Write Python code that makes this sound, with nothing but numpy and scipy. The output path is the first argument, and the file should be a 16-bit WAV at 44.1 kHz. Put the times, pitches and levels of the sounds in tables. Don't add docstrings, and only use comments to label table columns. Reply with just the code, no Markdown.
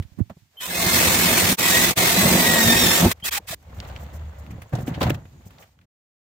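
import sys
import numpy as np
from scipy import signal
from scipy.fft import rfft, irfft
from scipy.io import wavfile
from scipy.ndimage import uniform_filter1d, minimum_filter1d

SR = 44100
rng = np.random.default_rng(int(sys.argv[2]) if len(sys.argv) > 2 else 0)


def volts(x):
    e = np.asarray(x, float) / 20
    return 10 ** e


def wav_record(signal):
    frames = np.transpose(np.atleast_2d(signal))
    bounded = np.clip(frames, -1, 1)
    quanta = np.round(bounded * 32767).astype(np.int16)
    wavfile.write(sys.argv[1], SR, quanta)


N = 280608
PIECE = 1024
END_S = 5.858

# (start [s], stop [s], level [dB], bite of the teeth [dB], release [s])
PULLS = [
    (0.593, 1.556, 1.5, 3, 0.029),
    (1.575, 1.939, -2, 2, 0.029),
    (1.96, 3.129, 0, -0.5, 0.013),
    (3.236, 3.301, -0.5, -23, 0.011),
    (3.307, 3.39, -0.5, -40, 0.0081),
    (3.469, 3.55, -8, -5, 0.0047),
]
# (time [s], rasp level [dB], bite [dB])
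EFFORT = [(.6, -44, -11), (.632, -32, -25), (.68, -37.5, -2.5), (.776, -27, -1), (.966, -21, -3.5),
          (1.5, -22.5, -2), (1.755, -16.5, -4.5), (1.91, -19.5, -1.5), (2., -20.5, 4.5), (2.12, -20.5, -1),
          (2.276, -20, 7), (2.416, -21, 5.5), (2.724, -20, 4.5), (3., -21, 1.5), (3.064, -26.5, 22),
          (3.104, -31, 0), (3.13, -12, -19), (3.2, -26, -8.5)]
# (frequency [Hz], density [dB per Hz])
RASP_COLOUR = [(590, -13.5), (1000, -3.5), (1470, -3.5), (1820, 1), (2560, -1), (2870, -4), (3510, -1),
               (4590, -4.5), (8550, -4.5), (10800, -10), (15200, -4), (15900, -14), (16500, -37)]
# (frequency [Hz], width [Hz], level [dB])
CUP_MODES = [(407, 160, 0), (521.5, 167, 2), (643, 213, 1), (911, 100, 2), (1038, 270, -5.5)]
# (frequency [Hz], width [Hz], level [dB])
WALL_MODES = [(80, 66, -9.5), (103.4, 60, -7), (174.7, 44, 1), (226.5, 35, -2.5), (331, 72, -6.5)]
# (time [s], mesh frequency [Hz], first, second, third partial level [dB])
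GEAR_MESH = [
    [(.7, 2084, -46, -52, -59), (.8, 2130, -36.5, -43, -47), (.93, 2125, -30, -33, -45),
     (1.04, 2125, -33, -45, -48), (1.12, 2178, -41, -45.5, -49), (1.25, 2170, -31, -42, -49),
     (1.4, 2176, -42, -34.5, -44), (1.55, 2156, -44, -42.5, -49.5)],
    [(1.59, 1990, -44, -45, -49), (1.63, 1951, -30, -42, -47), (1.69, 1945, -25, -35, -44),
     (1.72, 1856, -28, -30, -39), (1.75, 1884, -18.5, -28, -37), (1.79, 1930, -25.5, -29, -39),
     (1.85, 2002, -23, -40, -45), (1.88, 2030, -36, -44, -43), (1.93, 2033, -42, -47, -47)],
    [(1.98, 2165, -29, -39, -44), (2.1, 2110, -30.5, -38, -49), (2.15, 1980, -40, -35, -43),
     (2.19, 2011, -25, -28, -38), (2.24, 1923, -31, -33.5, -42.5), (2.29, 2122, -27, -38, -46.5),
     (2.33, 2010, -32, -37, -44.5), (2.42, 1937, -31, -35, -44), (2.46, 1907, -23.5, -35, -39),
     (2.55, 1906, -23, -34, -43), (2.61, 1885, -25.5, -33, -33), (2.66, 1850, -32.5, -28, -37),
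     (2.71, 1802, -21, -16.5, -31.5), (2.76, 1837, -28.5, -31.5, -39.5), (2.79, 1898, -37, -29, -24.5),
     (2.83, 1825, -36, -24.5, -25), (2.855, 1749, -30.5, -26.5, -27.5), (2.91, 1767, -30, -29.5, -27),
     (2.95, 1835, -37, -35.5, -36.5), (3.03, 1934, -46, -42, -47.5)],
]
# (time [s], level [dB])
STRAIN = [(.8, -48.5), (1.3, -39.5), (1.6, -43.5), (1.74, -31.5), (1.82, -44.5), (2.15, -44.5),
          (2.236, -32.5), (2.35, -43), (2.5, -34.5), (2.64, -37.5), (2.72, -34.5), (2.8, -38.5),
          (2.89, -34), (2.96, -34), (3.03, -42.5)]
# (time [s], frequency [Hz], level [dB])
SECOND_STAGE = [(.7, 1674, -52.5), (.85, 1806, -43.5), (1.1, 1787, -47.5), (1.5, 1756, -44.5),
                (1.9, 1762, -51.5)]
# (time [s], length [s], from [Hz], to [Hz], level [dB])
SQUEALS = [
    (0.569, 0.035, 3090, 3150, -42.5),
    (0.601, 0.013, 2960, 3420, -35.5),
    (0.617, .045, 2960, 3140, -39),
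    (0.644, 0.024, 2540, 2550, -36.5),
    (0.616, 0.063, 986, 1043, -43),
    (3.224, 0.038, 3070, 3460, -34),
    (3.308, .02, 3180, 3420, -38),
    (3.363, 0.029, 880, 787, -34.5),
    (3.528, 0.0091, 748, 600, -33),
]
# (time [s], length [s], from [Hz], to [Hz], level [dB])
HUMS = [(2.15, 0.095, 195.7, 199.1, -22.5), (2.22, 0.073, 212, 234, -26), (2.31, 0.061, 175, 174.4, -21.5),
        (2.46, 0.068, 228, 236, -25), (2.55, .11, 225, 223, -25), (2.64, 0.11, 225, 238, -20),
        (2.79, 0.048, 245, 247, -28), (2.82, .13, 178.3, 170.5, -30), (3.65, .18, 64, 70, -42),
        (3.82, 0.19, 66, 66, -36), (3.98, .09, 73.3, 72, -33.5), (4.13, .2, 75.7, 75.7, -33.5),
        (4.35, .11, 73, 74.6, -36), (4.49, .08, 95.6, 115.6, -33), (4.6, .07, 105, 106, -46)]
# (time [s], weight level [dB], scuff level [dB])
SLIDE = [(.25, -58, -72), (.42, -65, -108), (.56, -72, -63), (3.15, -46.5, -62.5), (3.44, -49.5, -59),
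         (3.57, -45, -71), (3.668, -44, -56), (3.764, -31, -50), (3.858, -29.5, -44), (4.086, -35.5, -49.5),
         (4.2, -35.5, -51.5), (4.372, -40, -52.5), (4.534, -35.5, -53), (4.69, -56, -57), (5.21, -51, -65),
         (5.4, -46.5, -62), (5.62, -53, -56.5), (5.7, -63, -72.5), (5.87, -55, -72)]
# (time [s], rise [s], weight level [dB], scuff level [dB], fall [dB per s])
SHOVES = [
    (0., 0.00096, -39, -53.5, 400),
    (0.169, 0.027, -36, -51, 500),
    (0.294, 0.0076, -40, -41.5, 700),
    (4.72, 0.0096, -28, -37.5, 85),
    (4.864, 0.006, -32.5, -42.5, 11),
    (5.003, 0.009, -25, -25.5, 85),
    (5.101, 0.0062, -26.5, -37, 171),
    (5.582, .008, -66.5, -56, 12),
    (5.64, .005, -72, -75, 300),
]
# (frequency [Hz], density [dB per Hz])
BOOM_COLOUR = [(15, -55.5), (40, -16), (60, -4.5), (80, -2), (105, -5), (135, -34), (170, -43.5),
               (400, -120)]
# (frequency [Hz], density [dB per Hz])
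PANEL_COLOUR = [(40, -66.5), (90, -28), (130, 7), (190, 0.5), (300, -7), (400, -14), (520, -35),
                (1500, -120)]
# (frequency [Hz], density [dB per Hz])
SCRAPE_COLOUR = [(240, -41.5), (400, -11), (500, -3.5), (738, -5.5), (1010, -9), (1270, -11.5),
                 (2000, -15.5), (2600, -41), (4400, -120)]
# (frequency [Hz], density [dB per Hz])
RUSTLE_COLOUR = [(1180, -26), (2000, 5.5), (3340, 1), (4590, -4), (4970, -12.5), (6880, -6), (10700, -22.5),
                 (15100, -8.5), (16100, -16), (16500, -37)]
# (middle [s], length [s], level [dB])
BRUSHES = [(3.77, 0.055, -60), (3.885, 0.027, -57), (4.021, 0.056, -56.5), (4.154, 0.052, -55.5),
           (4.394, 0.021, -57.5), (4.514, 0.018, -55.5), (4.818, .04, -55), (4.88, 0.038, -49.5),
           (5.02, 0.042, -45.5), (5.103, 0.013, -36.5), (5.148, 0.018, -51), (5.47, 0.036, -57),
           (5.618, .06, -59.5)]
# (frequency [Hz], density [dB per Hz])
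BRUSH_COLOUR = [(3000, -20), (5500, -2.5), (7000, -0.5), (10700, -11.5), (15000, 1.5), (16300, -28.5)]
# (time [s], thud level [dB], body level [dB])
KNOCKS = [(0., -34, -45), (0.184, -50, -52), (0.203, -48, -46), (0.299, -48, -36), (0.367, -37, -46),
          (2.2553, -10, -10), (2.324, -25, -12), (3.037, -13, -25), (3.051, -5, -8), (3.226, -30.5, -44),
          (3.397, -38, -39), (3.505, -28, -46), (3.9004, -44, -35), (4.03, -28, -51), (4.146, -30, -48),
          (4.505, -23, -36), (4.58, -27, -35), (4.6178, -34, -36), (4.732, -24, -18.5), (4.7516, -34, -21),
          (4.7845, -26, -22), (4.8, -32, -27), (4.818, -35, -33), (4.876, -38, -23), (4.8827, -31, -23),
          (4.975, -25, -21.5), (5.013, -39, -12.5), (5.0308, -19, -15), (5.056, -15, -30),
          (5.0651, -24, -17.5), (5.084, -28, -27), (5.1017, -23, -10.5), (5.2513, -48, -39),
          (5.463, -30, -39)]
# (frequency [Hz], level [dB], t60 [s])
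THUD_MODES = [(94, -7, 0.097), (116.6, -0.5, 0.055), (168, -1, 0.047), (250, -15, .04)]
# (frequency [Hz], level [dB], t60 [s])
BODY_MODES = [(303, -1, 0.034), (525, -2.5, .04), (749, -1, 0.028), (880, -10, 0.024), (1090, -6.5, 0.014)]
# (time [s], frequency [Hz], level [dB], t60 [s])
THUMPS = [(-.002, 90, -13, 0.064), (.298, 230, -31, 0.044), (.31, 189, -31, 0.056),
          (2.252, 172, -7.5, 0.072), (3.045, 205, -13.5, 0.076), (4.733, 122, -14.5, 0.18),
          (4.741, 260, -29, 0.025), (4.785, 135, -21, 0.13), (4.81, 170, -29, 0.11), (4.83, 109, -20, .06),
          (4.879, 250, -15, .07), (4.91, 119.5, -26, .25), (5.056, 121, -14, .1), (5.07, 109, -17, 0.15),
          (5.083, 134.4, -14, 0.19), (5.094, 150, -12.5, .08), (5.104, 182, -23, 0.043),
          (5.12, 106, -21.5, .25)]
# (time [s], frequency [Hz], level [dB], t60 [s])
BUMPS = [
    (.05, 85, -25, 0.064),
    (.118, 90, -32, .05),
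    (.174, 130, -26, .05),
    (.187, 202, -8, 0.028),
    (.2035, 226, -1.5, 0.025),
    (.2115, 97, -0.5, 0.05),
    (.26, 110, -40, .1),
    (.42, 111, -43, .1),
]
# (time [s], crack level [dB], hiss re crack [dB], t60 [s], crack frequency [Hz])
CLICKS = [(0., -34, -6, 0.007, 1500), (0.021, -36.5, -6, 0.073, 2300), (0.184, -54, 10.5, .09, 1300),
          (.199, -57, -3, .04, 900), (0.296, -42, -3, 0.03, 1800), (3.197, -40, -5, 0.06, 1980),
          (3.513, -30, -18, .012, 2500), (3.626, -46, 0, .02, 1500), (3.801, -20, -19, 0.019, 3170),
          (3.85, -31, -24, .02, 2100), (3.898, -36, -22, 0.026, 3200), (3.961, -24, -35, 0.028, 2200),
          (4.4639, -34.5, -12, 0.019, 2000), (4.5038, -35.5, -21, 0.093, 1690),
          (4.5796, -44, -15, .03, 1400), (4.6162, -31, -4, 0.062, 1840), (4.6918, -46, 1, 0.044, 1500),
          (4.7294, -32, -6, 0.095, 1600), (4.751, -27.5, -5, 0.044, 4500), (4.783, -36, -3, 0.1, 2600),
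          (4.801, -40, -14, .04, 1200), (4.8704, -26.5, -8, 0.094, 2000), (4.9099, -45, -14, 0.027, 1490),
          (4.936, -29, -23, 0.13, 2200), (4.9453, -27, -15, .05, 2300), (5.004, -23, -13, 0.066, 2000),
          (5.014, -12.5, -23, 0.039, 2560), (5.026, -13, -8, 0.064, 3000), (5.0643, -26, -16, 0.076, 2200),
          (5.094, -17, -14, 0.054, 1600), (5.1029, -10, -29, 0.026, 1780), (5.144, -26, -19, 0.043, 2370),
          (5.2516, -40, -20, 0.053, 1790), (5.503, -42, -6, 0.072, 2010), (5.583, -36.5, -19.5, .025, 3000),
          (5.62, -38, -13, 0.093, 2000), (5.789, -43, -25, 0.017, 1800), (5.811, -47.5, -12, 0.056, 2000)]
# (frequency [Hz], density [dB per Hz])
AIR_COLOUR = [(300, -31), (700, 1), (1200, -2.5), (1950, 2), (7000, -2), (10700, -11), (15000, -3),
              (16500, -31)]
# (frequency [Hz], correlation [0-1])
LIKENESS = [(60, 0.97), (130, 1), (290, 0.85), (640, 0.5), (1410, 0), (3100, 0.05), (6820, 0), (15000, 0.1)]
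# (frequency [Hz], left minus right [dB])
LEAN = [(60, 0), (110, -0.5), (200, -1), (380, -1), (700, -0.5), (1290, 0), (2380, 0), (4400, 0),
        (8120, -2.5), (15000, -5.5)]


def unit(x):
    return x / np.sqrt(np.mean(x ** 2))


def columns(table):
    s, *cols = np.transpose(table)
    return [np.interp(np.arange(N) / SR, s, c) for c in cols]


def along(table, hz):
    table_hz, value = np.transpose(table)
    return np.interp(np.log(hz + 1), np.log(table_hz + 1), value)


def within(start, stop, fade):
    t = np.arange(N) / SR
    return uniform_filter1d(1. * ((t >= start) & (t < stop)), int(fade))


def held(length, slew):
    steps = np.repeat(rng.standard_normal(N // int(length) + 1), int(length))[:N]
    return uniform_filter1d(steps, int(slew))


def ports(pair, gain=1):
    hz = np.fft.rfftfreq(N, 1 / SR)
    mid, side = rfft(pair) * gain
    like = np.clip(along(LIKENESS, hz), 0, 1)
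    lean = volts(along(LEAN, hz) / 2)
    mid, side = mid * np.sqrt(1 + like), side * np.sqrt(1 - like)
    return irfft(np.array([(mid + side) * lean, (mid - side) / lean]), N)


def filtered_noise(gain, grain):
    out = ports(grain * rng.standard_normal((2, N)), gain)
    return out / np.sqrt(np.mean(out.mean(axis=0) ** 2))


def shaped(colour, grain=1):
    return filtered_noise(volts(along(colour, np.fft.rfftfreq(N, 1 / SR))), grain)


def resonant(modes, grain=1):
    hz = np.fft.rfftfreq(N, 1 / SR) + 1e-3
    gain = sum(volts(db) / (1 + 1j * (hz - f * f / hz) / width) ** 2 for f, width, db in modes)
    return filtered_noise(gain, grain)


def splices(step_db, dip):
    sag = np.resize(1 - dip * np.cos(np.pi * np.arange(PIECE) / PIECE) ** 8, N)
    return unit(sag * volts(step_db * held(PIECE, 200)))


def mottle(x, patch_db, hole_db, bins):
    _, s, z = signal.stft(x, SR, nperseg=2 * PIECE)
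    patchy = np.interp(s, [.7, .82], [1.6, 1])
    patches = uniform_filter1d(rng.standard_normal(z.shape[1:]), int(bins), axis=0) * np.sqrt(bins) * patchy
    whole = 1. * (rng.random(z.shape[1:]) > .004 * patchy)
    whole = minimum_filter1d(whole, size=7, axis=0)
    whole = minimum_filter1d(whole, size=2, axis=1)
    gain = volts(patch_db * patches - hole_db * (1 - whole))
    return unit(signal.istft(z * gain, nperseg=2 * PIECE)[1][:, :N]) * np.sqrt(np.mean(x ** 2))


def tone(hz, levels_db, waver, patchy_db):
    stepped = np.repeat(np.roll(hz, -PIECE // 2)[::PIECE], PIECE)[:N]
    hz = uniform_filter1d(stepped, 300)
    jitter = waver * held(PIECE, 200) + .9 * waver * held(250, 120)
    phase = 2 * np.pi * np.cumsum(hz * (1 + jitter)) / SR
    out = 0
    for k, db in enumerate(levels_db):
        port_phase = np.array([[.6], [-.6]]) * (-1) ** k
        port_phase = port_phase + 0.38 * np.array([held(PIECE, 300), held(PIECE, 300)])
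        out = out + volts(db + 4.5) * splices(patchy_db, dip=.3) * np.sin((k + 1) * phase + port_phase)
    return out


def trigger():
    attack_s, edge_db = 0.016, -19.5
    t, on, db, bite_db = np.arange(N) / SR, 0, 0, 0
    for start, stop, level_db, pull_bite_db, release in PULLS:
        edge = np.clip(np.maximum(1 - (t - start) / attack_s, 1 - (stop - t) / release), 0, 1)
        near = (t >= start - .009) & (t < stop + .009)
        on = on + within(start, stop, 430)
        db = db + near * (level_db + edge_db * edge)
        bite_db = bite_db + near * pull_bite_db
    return on, db, bite_db


def saw(on, db, bite_db):
    cup_db = -7.93 + 0.48 * bite_db
    wall_db = -6.6 + bite_db
    rasp = shaped(RASP_COLOUR, volts(0.63 * held(30, 8.5))) * splices(step_db=1.0, dip=0.31)
    rasp = mottle(rasp, patch_db=2.0, hole_db=26, bins=5)
    cup = mottle(resonant(CUP_MODES, volts(1.2 * held(150, 60))), patch_db=1.5, hole_db=9.5, bins=2.8)
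    cup = cup * splices(step_db=0.5, dip=0.29)
    wall = resonant(WALL_MODES, volts(3.7 * held(400, 200))) * splices(step_db=0.0, dip=0.1)
    arbor = tone(np.full(N, 2546.), [-17], waver=.008, patchy_db=6)
    return on * volts(db) * (arbor + volts(0.18) * rasp + volts(cup_db) * cup + volts(wall_db) * wall)


def gears(running):
    hz, first, second, third = columns(np.vstack(GEAR_MESH))
    strain_db = columns(STRAIN)[0]
    levels = [first, second, third] + [strain_db + db for db in [3, -3.5, -7]]
    mesh = within(GEAR_MESH[0][0][0], GEAR_MESH[-1][-1][0], 900) * tone(hz, levels, waver=.0035, patchy_db=2)
    hz, db = columns(SECOND_STAGE)
    stage = tone(hz, [db + k for k in [1, -1, -7.5]], waver=0.004, patchy_db=4)
    return running * (mesh + within(SECOND_STAGE[0][0], SECOND_STAGE[-1][0], 900) * stage)


def glides(notes):
    out = np.zeros((2, N))
    for s, length, hz0, hz1, db in notes:
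        n, i = int(length * SR), int(s * SR)
        steps = np.repeat(rng.standard_normal((2, n // 200 + 1)), 200, axis=1)
        wobble = uniform_filter1d(steps, 150)[:, :n]
        phase = 2 * np.pi * np.cumsum(np.linspace(hz0, hz1, n)) / SR + 0.35 * wobble[0]
        fourth = (hz0 > 2000 and s < 1) * volts(-15) * np.sin(4 * phase)
        swell = np.sqrt(2 * np.sin(np.linspace(0, 3, n)))
        out[:, i:i + n] += volts(db + 1.5 * wobble[1]) * swell * (np.sin(phase) + fourth)
    return out


def drag():
    t = np.arange(N) / SR
    weight, scuff = volts(columns(SLIDE))
    heavy = light = brush = 0
    next_shove = [row[0] for row in SHOVES[1:]] + [END_S]
    for (s, rise, weight_db, scuff_db, fall_db), after in zip(SHOVES, next_shove):
        let_go = np.clip((after + 0.011 - t) / .015, 0, 1)
        up = np.clip((t - s) / rise, 0, 1) ** 2 * let_go
        down_db = -fall_db * np.clip(t - s - rise, 0, 1)
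        heavy = heavy + up * volts(weight_db + down_db)
        light = light + up * volts(scuff_db + 1.13 * down_db)
    for s, length, db in BRUSHES:
        brush = brush + volts(db) * np.clip(1 - (2 * (t - s) / length) ** 4, 0, 1)
    boom = np.hypot(weight * volts(-2.5), heavy * volts(-3.5))
    panel = np.hypot(weight * volts(-4.5), heavy * volts(-0.5))
    scrape = np.hypot(scuff * volts(-1), light * volts(0.5))
    rustle = np.hypot(scuff * volts(-10.5), light * volts(-13))
    panel = panel * volts(-10 * np.interp(t, [.6, 3.101, 4.4, 4.55], [0, 1, 1, 0]))
    boom = boom * volts(-4.5 * within(SLIDE[5][0], 4.55, 2000))
    out = boom * shaped(BOOM_COLOUR)
    out = out + panel * shaped(PANEL_COLOUR, volts(3.0 * held(500, 220)))
    out = out + scrape * shaped(SCRAPE_COLOUR, volts(2.1 * held(300, 100)))
    out = out + rustle * shaped(RUSTLE_COLOUR, volts(2.3 * held(200, 60)))
    return out + brush * shaped(BRUSH_COLOUR, volts(2.1 * held(200, 60)))


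def ring(modes, t, chance):
    x = 0
    for (hz, db, t60), a, b in zip(modes, *chance):
        x = x + volts(db + 3.3 * a) * np.sin(2 * np.pi * hz * (1 + 0.055 * b) * t) * 1000. ** (-t / t60)
    x = x * np.clip(t / 0.0044, 0, 1)
    return x / np.abs(x).max()


def knocks():
    out, t = np.zeros((2, N + 4096)), np.arange(4096) / SR
    for s, thud_db, body_db in KNOCKS:
        chance, i = rng.standard_normal((3, 2, 5)), int(s * SR)
        left = ring(BODY_MODES, t, chance[1])
        right = ring(BODY_MODES, t, 0.9 * chance[1] + chance[2])
        lean_db = 1.5 * chance[2, 0, 0] * np.array([[1], [-1]])
        thud = volts(thud_db - 3.5 + lean_db) * ring(THUD_MODES, t, chance[0])
        out[:, i:i + len(t)] += thud + volts(body_db - 2.0) * np.array([left, right])
    return out[:, :N]


def thumps(blows):
    out, t = np.zeros(N), np.arange(N) / SR
    for s, hz, db, t60 in blows:
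        i = slice(max(int(s * SR), 0), int((s + t60) * SR))
        since = t[i] - s
        fall = 1000. ** (-since / t60) * np.clip(since / 0.0029, 0, 1)
        out[i] += volts(db) * np.sin(2 * np.pi * hz * since) * fall
    return out


def band(x, lo, hi):
    return unit(signal.sosfilt(signal.butter(2, [lo, hi], "band", fs=SR, output="sos"), x))


def clicks():
    out, t = np.zeros((2, N + 4096)), np.arange(4096) / SR
    for s, db, hiss_db, t60, hz in CLICKS:
        x = rng.standard_normal((2, 2, len(t)))
        x[:, :, int(t60 * SR / 16)] = volts(17)
        crack = band(x[0], hz / 1.59, hz * 1.59)
        hiss = band(x[1], 5000, 20000)
        fall, i = 1000. ** (-t / t60) * np.clip(t / (0.078 * t60), 0, 1), int(s * SR)
        out[:, i:i + len(t)] += fall * volts(db - 7.5) * (crack + volts(hiss_db - 0.5) * hiss)
    return out[:, :N]


def insects():
    presence = np.interp(np.arange(N) / SR, [3.6, 4.2, 5.4, 5.85], [0, 1, 1, 0])
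    return presence * volts(-76.0) * resonant([(6850, 880, 0)], volts(5.0 * held(400, 200)))


def air():
    fade_db = np.interp(np.arange(N) / SR, [5.66, END_S], [0, -11])
    return volts(-69 + fade_db + 1.5 * held(PIECE, 400)) * shaped(AIR_COLOUR)


def scene():
    on, pull_db, pull_bite_db = trigger()
    db, bite_db = columns(EFFORT)
    drill = saw(on, db + pull_db, bite_db + pull_bite_db) + gears(on * volts(pull_db)) + glides(SQUEALS)
    lean_db = np.interp(np.arange(N) / SR, [0.64, 0.71], [-4, 0]) / 2
    tank = (drag() + knocks() + thumps(THUMPS)) * volts([lean_db, -lean_db])
    tank = tank + clicks() + glides(HUMS) + thumps(BUMPS) * [[.04], [1]]
    return drill + tank + insects() + air()


def top_cut(x):
    return signal.sosfilt(signal.butter(12, 17060, fs=SR, output="sos"), x)


def record(dry):
    wet = np.tanh(1.1 * dry) / 1.1
    wet = signal.sosfilt(signal.ellip(10, .3, 70, 15800, fs=SR, output="sos"), wet)
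    wet = signal.sosfilt(signal.butter(2, 42, "high", fs=SR, output="sos"), wet)
    wet = wet * np.clip((END_S - np.arange(N) / SR) / 0.011, 1e-5, 1)
    wet = wet + 1e-8 * rng.standard_normal(dry.shape)
    return top_cut(wet)


dry = scene()
out = record(dry)
wav_record(out)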